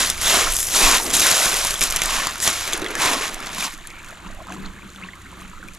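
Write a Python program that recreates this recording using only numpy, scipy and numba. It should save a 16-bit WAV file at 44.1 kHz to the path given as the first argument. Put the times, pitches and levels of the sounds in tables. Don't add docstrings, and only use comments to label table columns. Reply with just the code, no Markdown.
import sys
import numpy as np
from scipy import signal
from scipy.fft import rfft, irfft
from scipy.io import wavfile
from scipy.ndimage import uniform_filter1d
from numba import njit

SR = 44100
rng = np.random.default_rng(int(sys.argv[2]) if len(sys.argv) > 2 else 0)


def magnitude_from_level(level_db):
    exponent = np.asarray(level_db, float) / 20
    return 10 ** exponent


def materialize(psi):
    bounded = np.clip(np.atleast_2d(psi).T, -1, 1)
    quanta = np.round(bounded * 32767).astype(np.int16)
    wavfile.write(sys.argv[1], SR, quanta)


N = 254898
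TIME = np.arange(N) / SR
FREQ = np.maximum(np.arange(N // 2 + 1) * SR / N, 1.)

# frequency in Hz, level in dB per Hz.
STONE_TONE = [(290, 0), (500, 0), (688, 3.5), (831, -1.5), (1110, 3.5), (1820, 3), (3060, 2.5), (3750, 5),
              (4660, 2), (6330, 5), (7640, 5), (8580, -1), (10500, 4.5), (13400, -7), (16000, -33)]
# frequency in Hz, level in dB per Hz.
SEA_TONE = [(76, -58), (130, -32), (187, 0.5), (228, 0.5), (378, -8), (427, -11), (829, -11.5), (1080, -6),
            (1320, -4.5), (3910, -15), (5180, -27), (7150, -17.5), (8230, -25), (12100, -29), (16000, -53)]


def across(table, hz):
    table_hz, value = np.transpose(table)
    return np.interp(np.log(hz), np.log(table_hz + 1e-9), value)


def band(x, lo_hz, hi_hz, order=4):
    loss = (1 + (lo_hz / FREQ) ** (2 * order)) * (1 + (FREQ / hi_hz) ** (2 * order))
    y = irfft(rfft(x) / np.sqrt(loss), N)
    return y / np.sqrt(np.mean(y[0] ** 2))


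def colour(x, table):
    spec = rfft(x)
    own = uniform_filter1d(np.abs(spec[0]) ** 2, size=1500)
    return irfft(spec * magnitude_from_level(across(table, FREQ)) / np.sqrt(own + 1e-12), N)


def walk(rate_hz):
    hold = int(SR / rate_hz)
    levels = np.repeat(rng.standard_normal(N // 40), hold)[:N]
    return uniform_filter1d(levels, hold // 2 + 1)


def swells(table, db, rest_db):
    s, rise, fall = np.transpose(table)[:3, :, None]
    t = TIME[::32]
    before = (s - t) / np.maximum(rise, .004)
    after = (t - s) / np.maximum(fall, .004)
    away = np.where(t < s, before, after)
    event_db = np.asarray(db)[:, None] - 10 * away ** 1.6
    power = np.sum(magnitude_from_level(2 * event_db), axis=0) + magnitude_from_level(2 * rest_db)
    return np.interp(TIME, t, 10 * np.log10(power))


@njit
def ring(start, hz, cycles, rise, size, side):
    out = np.zeros((2, N))
    for g in range(len(start)):
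        length = cycles[g] * SR / hz[g]
        turn = np.exp(2j * np.pi * hz[g] / SR - 4 / length)
        bend = np.exp(2j * np.pi * hz[g] * rise[g] / SR / length)
        z = size[g] + 0j
        onset, fade = 1., np.exp(-25 / length)
        for i in range(start[g], min(start[g] + int(1.5 * length), N)):
            onset *= fade
            out[0, i] += z.imag * (1 - onset)
            out[1, i] += z.imag * (1 - onset) * side[g]
            z *= turn
            turn *= bend
    return out


def swarm(count, lo_hz, hi_hz, cycles, scatter_db, busy, rise=0., order=1, pitch=None):
    u = rng.random((count, 4 + 2 * order))
    start = (u[:, 0] * (N - 200)).astype(np.int64)
    share = np.clip(busy[start], .05, 1)
    above = np.minimum(-np.log(1 - u[:, 1]), 5.5)
    size = magnitude_from_level(scatter_db * above) * (u[:, 2] < share) / np.sqrt(share)
    hz = lo_hz * (hi_hz / lo_hz) ** u[:, 4:4 + order]
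    if pitch is not None:
        hz = hz * pitch[start, None]
    delay = (40 * u[:, 4 + order:]).astype(np.int64)
    each = np.ones((count, order))
    side = np.sqrt(12) * (u[:, 3:4] - .5) * each
    climb = rise * (2 * u[:, 3:4] * each) ** 2
    turns = cycles * (.5 + u[:, 4 + order:])
    keep = np.repeat(size > 0, order)
    grains = (start[:, None] + delay, hz, turns, climb, size[:, None] * each, side)
    return ring(*(a.ravel()[keep] for a in grains))


def pebbles():
    # peak in seconds, rise and fall in seconds per 10 dB,
    # level in dB, brightness in dB.
    treads = [(0.0, 0.022, 0.11, -21, -0.5), (0.293, 0.084, 0.13, -20, 0),
              (0.382, 0.095, 0.12, -20.5, -2.5), (0.77, 0.051, 0.036, -22.5, 7),
              (0.849, 0.087, 0.096, -17, 1.5), (0.95, 0.067, 0.047, -19, -3.5),
              (1.081, 0.055, 0.11, -32, -5.5), (1.142, 0.012, 0.25, -23, 6), (1.27, 0.076, 0.12, -21, -3),
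              (1.45, 0.18, 0.064, -21.5, 2.5), (1.55, 0.083, 0.24, -24.5, -1),
              (1.826, 0.013, 0.055, -22, 1.5), (1.98, 0.15, 0.12, -30, -5),
              (2.142, 0.14, 0.15, -25.5, -2.5), (2.266, 0.21, 0.055, -29.5, -8),
              (2.48, 0.038, 0.046, -22, -1.5), (2.559, 0.17, 0.15, -29.5, -0.5),
              (2.739, 0.13, 0.056, -30.5, -6.5), (2.9, 0.19, 0.3, -38, -12.5),
              (3.044, 0.058, 0.15, -21, -5.5), (3.25, 0.045, 0.062, -27.5, -6.5),
              (3.45, 0.148, 0.17, -38.5, -11), (3.652, 0.098, 0.034, -28, -1),
              (3.739, 0.041, 0.021, -46.5, 8.5)]
    # peak, rise and fall in seconds, level in dB.
    spills = [
        (0.222, 0.011, 0.038, -33),
        (0.57, 0.078, 0.17, -21.5),
        (1.04, 0.11, 0.1, -26),
        (1.68, 0.3, 0.15, -31),
        (1.93, 0.038, 0.13, -41),
        (2.44, 0.024, 0.035, -19),
        (2.68, .06, 0.043, -51),
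        (3.338, 0.012, 0.034, -40),
    ]
    # peak, rise and fall in seconds, level in dB, pitch in Hz.
    shifts = [
        (0.0, .05, 0.071, -59, 255),
        (0.35, 0.063, 0.15, -27, 424),
        (0.83, 0.093, .13, -25.5, 364),
        (1.08, 0.078, 0.2, -29.5, 312),
        (1.54, 0.14, 0.03, -31, 440),
        (2.05, .04, 0.18, -43, 265),
        (2.5, 0.19, 0.05, -41, 291),
        (2.8, 0.12, 0.12, -33, 384),
        (3.055, 0.37, 0.77, -38, 367),
        (3.59, .05, 0.043, -40, 231),
    ]
    db, bright = np.transpose(treads)[3:]
    spill_db = np.transpose(spills)[3]
    shift_s = np.transpose(shifts)[0]
    shift_db, shift_hz = np.transpose(shifts)[3:]
    surface = np.vstack([np.array(treads)[:, :3], np.array(spills)[:, :3]])
    deep = np.vstack([treads, shifts])

    grit_db = swells(surface, np.append(db - 0.5 + 0.83 * bright, spill_db), rest_db=-51)
    small_db = swells(surface, np.append(db + 0.5 + 0.4 * bright, spill_db - 17), rest_db=-48.0)
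    large_db = swells(treads, db - 2.5 - 0.58 * bright, rest_db=-38.5)
    cobble_db = swells(deep, np.append(db - 10.5 - 0.047 * bright, shift_db - 5.5), rest_db=-49.5)
    bed_db = swells(deep, np.append(db - 14, shift_db), rest_db=-63.0)
    bed_hz = np.interp(TIME, shift_s, shift_hz)

    stop = np.clip((3.78 - TIME) / 0.056, 0, 1)
    lifted = np.clip((3.7 - TIME) / 0.025, 0, 1)
    busy = magnitude_from_level(.4 * (small_db + 19))
    slips = magnitude_from_level(0.9 * walk(70))
    heap = swarm(count=60000, lo_hz=317.0, hi_hz=14100, cycles=9.1, scatter_db=2.0, busy=busy, order=4)
    stones = colour(heap, STONE_TONE)
    bed = swarm(count=5000, lo_hz=234.0, hi_hz=483, cycles=2.9, scatter_db=-1.5,
                busy=busy + 0.26, pitch=bed_hz / 300)
    rolling = magnitude_from_level(grit_db) * band(stones, 6300, 20000)
    rolling += magnitude_from_level(small_db) * band(stones, 2600, 6300)
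    rolling += magnitude_from_level(large_db) * band(stones, 920, 2600)
    rolling += lifted * magnitude_from_level(cobble_db) * band(stones, 520, 920)

    strays = swarm(count=700, lo_hz=1840, hi_hz=13800, cycles=5.2, scatter_db=5.0, busy=np.ones(N), order=7)
    strays = band(colour(strays, STONE_TONE), 800, 20000, order=2) * [[1], [.5]]
    rolling += magnitude_from_level(-11.5 + np.maximum(grit_db, small_db)) * strays
    return stop * (slips * rolling + lifted * magnitude_from_level(bed_db) * band(bed, 140, 1100))


def sea_wash():
    froth = swarm(count=9000, lo_hz=300.0, hi_hz=11330, cycles=17.0, scatter_db=3.5, busy=np.ones(N), rise=0.1)
    hiss = rng.standard_normal((2, N)) * np.array([[1], [1.5]])
    wash = colour(froth / np.std(froth[0]) + 1.4 * hiss, SEA_TONE)
    return wash * magnitude_from_level(-43 + 0.5 * walk(14.0)) / np.std(wash[0])


def boat():
    # time in seconds, level in dB.
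    engine = [(0.0, -39), (0.3, -39), (0.9, -46.5), (2.14, -49), (2.48, -44), (3.51, -64), (4.07, -58),
              (4.36, -44), (4.99, -51.5), (5.39, -45.5), (5.78, -55)]
    s, db = np.transpose(engine)
    second_db = np.interp(TIME, s, db)
    turn = 2 * np.pi * np.cumsum(30.37 * (1 + 0.01643 * walk(3.8))) / SR
    hum = np.zeros(N)
    for multiple, below_db in [(2, 0), (3, 4), (6, 9), (12, 16)]:
        hum += magnitude_from_level(second_db - below_db + 2. * walk(7.2)) * np.sin(multiple * turn + multiple)
    rumble = magnitude_from_level(-49.5) * band(rng.standard_normal((2, N)), 40, 203, order=3)
    return rumble + np.array([1.44 * hum, .3 * hum])


def wind():
    # peak, rise and fall in seconds, level in dB.
    gusts = [(0.0, .05, 0.045, -21), (0.5, 0.43, 0.072, -30), (0.845, 0.016, 0.072, -13),
             (1.15, 0.7, 0.17, -32.5), (1.53, 0.13, 0.26, -33), (2.11, 0.39, .15, -28.5),
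             (2.82, 0.38, 1, -37.5), (3.9, 0.29, 0.19, -43), (4.28, 0.047, 0.15, -32),
             (4.68, 0.043, 0.055, -32), (5.44, 0.077, 1, -40.5)]
    buffet = band(rng.standard_normal((2, N)), 10, 28, order=3)
    gust = magnitude_from_level(swells(gusts, np.transpose(gusts)[3], rest_db=-49.5)) * buffet
    return np.array([0.74 * gust[0] + 0.13 * gust[1], 1.53 * gust[0] - 0.18 * gust[1]])


def rattles():
    # time in seconds, length in seconds, level in dB, pitch in Hz.
    pockets = [(.29, 0.062, -19, 3600), (0.34, 0.066, -19, 2850), (0.36, 0.058, -21.5, 700),
               (.39, 0.095, -22.5, 1270), (0.38, .05, -23, 3300), (0.84, 0.068, -18, 2500),
               (.83, 0.089, -21, 4500), (0.846, 0.069, -17.5, 1050), (0.92, 0.076, -18, 1020),
               (1.068, 0.034, -27.5, 760), (1.2, 0.054, -19, 3900), (1.28, 0.077, -21, 1430),
               (1.277, 0.048, -20, 2000), (1.42, 0.11, -21, 1426), (1.378, 0.11, -23.5, 715),
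               (2.14, 0.092, -26, 1120), (2.219, 0.064, -27, 1750), (2.8, 0.034, -36, 1360),
               (3.1, .04, -27.5, 390), (2.831, 0.022, -23, 373), (2.858, 0.057, -27.5, 1400),
               (2.9, .03, -27.5, 410), (2.957, 0.0179, -25, 465), (2.98, 0.029, -22.5, 1900),
               (3.051, .06, -19, 1000), (3.141, 0.044, -22, 1020), (3.13, 0.042, -23, 586),
               (3.413, 0.042, -30.5, 1200), (3.626, 0.051, -31, 2560), (3.641, 0.044, -24.5, 1050),
               (3.933, .12, -38.5, 2290), (4.7, .08, -47, 1100), (4.528, .04, -32, 300),
               (4.65, 0.062, -41, 315), (4.2, 0.046, -44, 1000), (4.37, .1, -40.5, 684),
               (5.17, 0.048, -42.5, 1150), (5.43, 0.047, -46, 1250), (5.553, .05, -41.5, 1300),
               (4.658, .006, -32, 4050), (4.51, .03, -33, 720), (3.07, .12, -26, 330),
               (5.27, .04, -46, 300), (3.0, .03, -32, 180), (2.19, .1, -26, 1050), (5.03, 0.067, -41, 2330)]
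    # time in seconds, peak in dB, pitch in Hz.
    chips = [(0.0997, -9.5, 3610), (0.166, -22, 1270), (0.1795, -16, 2200), (0.2174, -18, 1870),
             (0.3254, -9, 2920), (0.5651, -21, 3475), (0.7194, -20, 2840), (0.7407, -14, 1840),
             (0.7487, -11, 1370), (1.1099, -12, 3270), (1.1363, -11, 3437), (1.1513, -8, 3250),
             (1.4182, -7, 1995), (1.4576, -11, 1050), (1.4664, -7, 1620), (1.5399, -13, 3330),
             (1.6501, -12.5, 950), (1.6794, -17, 1320), (1.7564, -11.5, 3380), (1.8153, -7, 2300),
             (1.9674, -15, 1770), (2.0173, -16, 1710), (2.2697, -7.5, 1100), (2.3565, -17, 1420),
             (2.4269, -10, 1890), (2.5584, -16, 2270), (2.6424, -17, 2320), (2.7322, -9, 3520),
             (2.8632, -13.5, 3300), (2.818, -23, 1800), (2.8424, -19, 1500), (2.8628, -10.5, 2000),
             (2.9522, -13, 1680), (2.9674, -13, 1740), (3.0054, -15, 2590), (3.367, -22, 750),
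             (3.4034, -23, 2200), (3.5808, -15, 1040), (3.6057, -12, 3620), (3.6247, -11, 2370),
             (5.0143, -26, 1300), (4.9602, -25, 3500)]
    s, length, db, hz = np.transpose(pockets)[:, :, None]
    z = rng.standard_normal((len(pockets), 4, 24)).transpose(1, 0, 2)
    start = ((s + .5 * length * z[0]) * SR).astype(np.int64)
    pitch = hz * (1 + 0.066 * np.sqrt(1500 / hz) * z[1])
    cycles = 17.2 * np.sqrt(pitch / 1500)
    size = magnitude_from_level(db + 2.3 * z[2]) * np.sqrt(length * pitch / cycles / 3)
    side = 0.48 * z[3]
    chatter = ring(start.ravel(), pitch.ravel(), cycles.ravel(), 0 * pitch.ravel(), size.ravel(), side.ravel())
    s, db, hz = np.transpose(chips)
    return chatter + ring((s * SR).astype(np.int64), hz, 2.9 + 0.0079 * hz, 0 * s, magnitude_from_level(db), 0 * s)


def knocks():
    # time in seconds, peak in dB, ring in Hz.
    clicks = [(0.1003, 6, 7300), (0.26, -8, 4670), (0.522, -3, 10700), (0.5364, -7, 10900),
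              (0.5659, 0, 7440), (0.6048, -3, 11770), (0.6285, -1, 7360), (1.111, -9, 7200),
              (1.1518, 5, 5460), (1.1665, 3, 7490), (1.2673, 4, 7400), (1.3132, 6.5, 7100),
              (1.5415, -1, 7040), (1.6487, 2, 6800), (1.8254, 2, 5830), (1.8377, 5, 7450),
              (1.8095, 2, 6000), (1.9076, -2, 7300), (1.924, 0.5, 4860), (1.9615, 4, 7450),
              (2.036, -3, 5590), (2.058, -1.5, 4980), (2.7374, -6, 6500), (2.776, -11.5, 9900),
              (2.906, -15, 5530), (2.9123, -15, 7440), (3.4034, -16, 4330), (3.4608, -17, 7490),
              (3.8716, -14, 10300), (4.5226, -24.5, 6400)]
    # time in seconds, peak in dB, ring in Hz.
    clacks = [(0.588, -2, 7750), (0.6862, -3, 9000), (1.103, -2, 6490), (1.1378, 2, 6300),
              (1.3244, 4, 4080), (1.7076, 2, 6330), (1.7402, 0, 5730), (1.8153, 6, 6840),
              (1.9684, 1.5, 6000), (2.0184, 7, 6850), (2.27, 3.5, 7300), (2.3565, -11, 4200),
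              (2.402, -5, 7060), (2.4262, -2, 7240), (2.4763, 9, 5940), (2.61, -5, 4150),
              (2.6766, -1.5, 4300), (2.725, -4, 4340), (2.7329, 1.5, 6460), (2.8182, -9, 3870),
              (2.8437, -11, 4160), (2.8628, -12, 3200), (2.9528, -2, 4260), (3.059, 6, 4430),
              (3.279, -8, 4510), (3.4695, -10, 4480), (3.583, -8, 4000), (3.6074, -3, 4020),
              (3.903, -19, 4400), (5.7351, -25, 7560)]
    # time in seconds, peak in dB, ring in Hz.
    ticks = [(0.178, -17, 6930), (0.2143, -9, 10500), (0.2188, -10, 7660), (0.9453, -3, 5140),
             (1.196, 2, 6200), (1.2045, 1, 6240), (1.218, 1, 5500), (1.5686, -3.5, 6310),
             (1.793, -10, 6020), (1.9016, -9, 7040), (2.3094, -16, 6590), (2.381, -17.5, 9450),
             (1.6696, -4, 6120), (2.8843, -19, 5510), (2.978, -24, 4350), (2.9896, -20, 6680),
             (2.9985, -13, 9760), (3.0185, -6, 4550), (3.3436, -13, 6590), (3.5166, -27, 6730),
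             (3.5369, -23, 5730), (3.5468, -15, 4470), (3.6262, -17, 4240), (3.7299, -33, 6980),
             (3.7387, -24, 6480), (3.7773, -29, 11000), (3.8312, -36, 7160), (3.7469, -26, 3900),
             (4.0457, -27, 6500), (4.0866, -27, 6670), (4.1074, -29, 3700), (4.4233, -34, 6500),
             (4.3104, -33, 7140), (4.3483, -29, 6900), (4.5388, -29, 6120), (4.47, -32, 7220),
             (4.7351, -35, 6730), (4.9477, -34, 6280), (4.9978, -35, 6850), (5.1549, -35, 10300),
             (5.2187, -32, 7250), (4.9013, -32, 4000), (4.9601, -33, 3900), (5.3333, -39, 7440),
             (5.4046, -31, 6360), (5.4116, -28, 7400), (5.4779, -33, 7120), (5.639, -32, 6760),
             (5.678, -33, 6950), (5.6847, -29, 7800), (5.7424, -33, 10200), (5.7486, -23.5, 8650)]
    # time in seconds, peak in dB, pitch in Hz.
    thumps = [
        (0.937, -19, 224),
        (1.458, -13, 229),
        (2.741, -18, 373),
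        (3.441, -25, 254),
        (3.581, -26, 194),
    ]
    s, db, ring_hz = np.vstack([clicks, clacks, np.add(ticks, [0, 4, 0])]).T
    tilt_db = np.repeat([4, -2, 2], [len(clicks), len(clacks), len(ticks)])
    u = rng.random((len(s), 21))
    spray_hz = 1000 + 1230 * (np.arange(10) + u[:, :10])
    hz = np.column_stack([ring_hz, spray_hz])
    share_db = np.append([-11., -21.], np.full(9, -14.))
    size = magnitude_from_level(db[:, None] + across(STONE_TONE, hz) + share_db)
    size *= magnitude_from_level(tilt_db[:, None] * np.log2(hz / 5000))
    delay = np.column_stack([8 + 0 * s, 45 * u[:, 10:20]])
    start = (s[:, None] * SR + delay).astype(np.int64)
    side = 1.4 * (u[:, 20:] - .5) + 0 * hz
    cycles = .0013 * hz + 2
    burst = ring(start.ravel(), hz.ravel(), cycles.ravel(), 0 * hz.ravel(), size.ravel(), side.ravel())
    burst = irfft(rfft(burst) / (1 + (FREQ / 14900) ** 14), N)
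    s, db, hz = np.transpose(thumps)
    return burst + ring((s * SR).astype(np.int64), hz, 10.0 + 0 * s, 0 * s, magnitude_from_level(db), 0 * s)


def scatter(x, wet_db, t60_s):
    t = np.arange(3000) / SR
    tail = rng.standard_normal(len(t)) * 10 ** (-3 * t / t60_s) * (t > .0006)
    tail *= magnitude_from_level(wet_db) / np.sqrt(np.sum(tail ** 2))
    return x + signal.fftconvolve(x, tail[None], axes=1)[:, :N]


def laps():
    # peak, rise and fall in seconds, gurgle in dB, hollow slosh in dB.
    waves = [(3.8, 0.064, 0.044, -41.5, -55), (4.091, 0.37, 0.19, -40, -61),
             (4.265, 0.029, 0.094, -40, -37), (4.51, 0.1, 0.17, -39, -41), (4.6, 0.066, 0.066, -53, -31.5),
             (4.665, 0.046, 0.03, -37, -38), (4.77, 0.049, 0.02, -45, -39), (4.845, 0.023, 0.036, -47, -35),
             (5.04, 0.12, 0.091, -42, -39.5), (5.44, 0.12, 0.058, -41.5, -39.5),
             (5.645, 0.015, 0.051, -58, -37.5)]
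    # peak, rise and fall in seconds, level in dB.
    foam = [
        (3.79, 0.12, 0.22, -48.5),
        (4.09, 0.11, 0.096, -46.5),
        (4.52, 0.022, 0.087, -47),
        (4.91, 0.039, 0.12, -53),
        (5.42, 0.083, 0.076, -52),
        (5.76, 0.053, .1, -51),
    ]
    gurgle_db = swells(waves, np.transpose(waves)[3], rest_db=-74)
    slosh_db = swells(waves, np.transpose(waves)[4], rest_db=-67)
    fizz_db = swells(foam, np.transpose(foam)[3], rest_db=-54.5)
    heard = np.clip((TIME - 3.66) / 0.043, 0, 1)
    gurgle = swarm(count=9000, lo_hz=474.5, hi_hz=4550, cycles=15.0, scatter_db=1.0,
                   busy=magnitude_from_level(1.5 * walk(25) - 4.5), rise=0.255)
    fizz = swarm(count=7000, lo_hz=3120, hi_hz=15100, cycles=26.0, scatter_db=3.0, busy=np.ones(N), order=6)
    low_peak = 1 / np.abs(1 + 2j * (FREQ - 192) / 30)
    high_peak = 0.18 / np.abs(1 + 2j * (FREQ - 320) / 70)
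    hollow = irfft(rfft(rng.standard_normal((2, N))) * (0.13 + low_peak + high_peak), N)
    water = magnitude_from_level(gurgle_db) * band(colour(gurgle, SEA_TONE), 580, 7500)
    water += magnitude_from_level(fizz_db) * band(colour(fizz, SEA_TONE), 4800, 20000)
    boom = np.sin(2 * np.pi * np.cumsum(188 * (1 + 0.037 * walk(22))) / SR)
    water += magnitude_from_level(slosh_db) * (0.69 * band(hollow, 130, 440) + 0.98 * boom)
    return heard * water


def bubbles():
    # time in seconds, peak in dB, pitch in Hz.
    water_rings = [(4.101, -27, 1370), (4.124, -28.5, 646), (5.638, -28, 1300), (4.247, -27, 1160),
                   (4.266, -25.5, 960), (4.301, -29, 650), (4.793, -31, 1100), (4.403, -25, 1080),
                   (4.418, -26, 640), (4.484, -21.5, 1230), (4.502, -20, 1045), (4.52, -22, 1580),
                   (4.544, -26, 1340), (4.564, -27, 1010), (4.582, -28, 1030), (4.642, -30, 1270),
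                   (4.764, -30, 1700), (4.779, -30, 1700), (5.047, -25, 1030), (5.087, -19.5, 1840),
                   (5.261, -28, 1470), (5.3275, -26.5, 1000), (5.371, -30, 1190), (5.418, -26, 1180),
                   (5.532, -27, 1300), (5.574, -28, 1280), (5.628, -21.5, 1480),
                   (3.896, -33, 2180), (4.001, -28, 2470), (3.955, -30, 2200), (4.128, -27, 1700),
             (4.5231, -23, 2620), (4.787, -29, 2150), (4.8215, -27, 2380), (4.8925, -33, 4200),
             (5.046, -33, 4300), (4.9605, -30, 2960), (5.024, -24, 2200), (5.037, -18.5, 2660),
             (5.134, -22.5, 2140), (5.481, -32, 2510), (5.685, -22, 2370)]
    s, db, hz = np.array(water_rings).T
    side = 0.84 * rng.standard_normal(len(s))
    rise = .3 * rng.random(len(s))
    cycles = 20.5 * np.sqrt(hz / 1500)
    return ring((s * SR).astype(np.int64), 0.97 * hz, cycles, rise, magnitude_from_level(db), side)


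def scene():
    # frequency in Hz, side minus mid in dB.
    width = [(60, -6), (200, -10), (700, -10), (1500, -11.5), (3000, -10), (6000, -16), (10000, -11.5),
             (15000, 1)]
    # frequency in Hz, left minus right in dB.
    tilt = [(60, -1.5), (300, -0.5), (2500, -0.8), (6000, -0.5), (9000, 1.5), (14000, 5.5)]
    # frequency in Hz, left behind right in radians.
    port_lag = [(100, .02), (700, 0.24), (2800, 0.66), (6000, 0.7), (11000, 0.11), (15000, 0.28)]
    shore = pebbles() + sea_wash() + boat() + rattles()
    shore += scatter(knocks(), wet_db=-5.0, t60_s=0.025)
    shore += laps() + bubbles()
    mid, spread = rfft(shore)
    spread = spread * magnitude_from_level(across(width, FREQ) - 1)
    lean = magnitude_from_level(across(tilt, FREQ) / 2) * np.exp(-.5j * across(port_lag, FREQ))
    return irfft(np.array([(mid + spread) * lean, (mid - spread) / lean]), N) + wind()


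def top_cut(x):
    return signal.sosfilt(signal.butter(12, 16500, fs=SR, output="sos"), x)


def record(dry):
    ceiling = .95
    soft = ceiling * np.tanh(0.72 * dry / ceiling)
    hz, s, frames = signal.stft(soft, SR, nperseg=2048)
    edge_hz = 15850 - 345 * np.floor(5.5 * rng.random(len(s)) ** 1.6)
    mix = signal.istft(frames * (hz[:, None] < edge_hz), SR)[1][:, :N]
    return top_cut(mix)


dry = scene()
out = record(dry)
materialize(out)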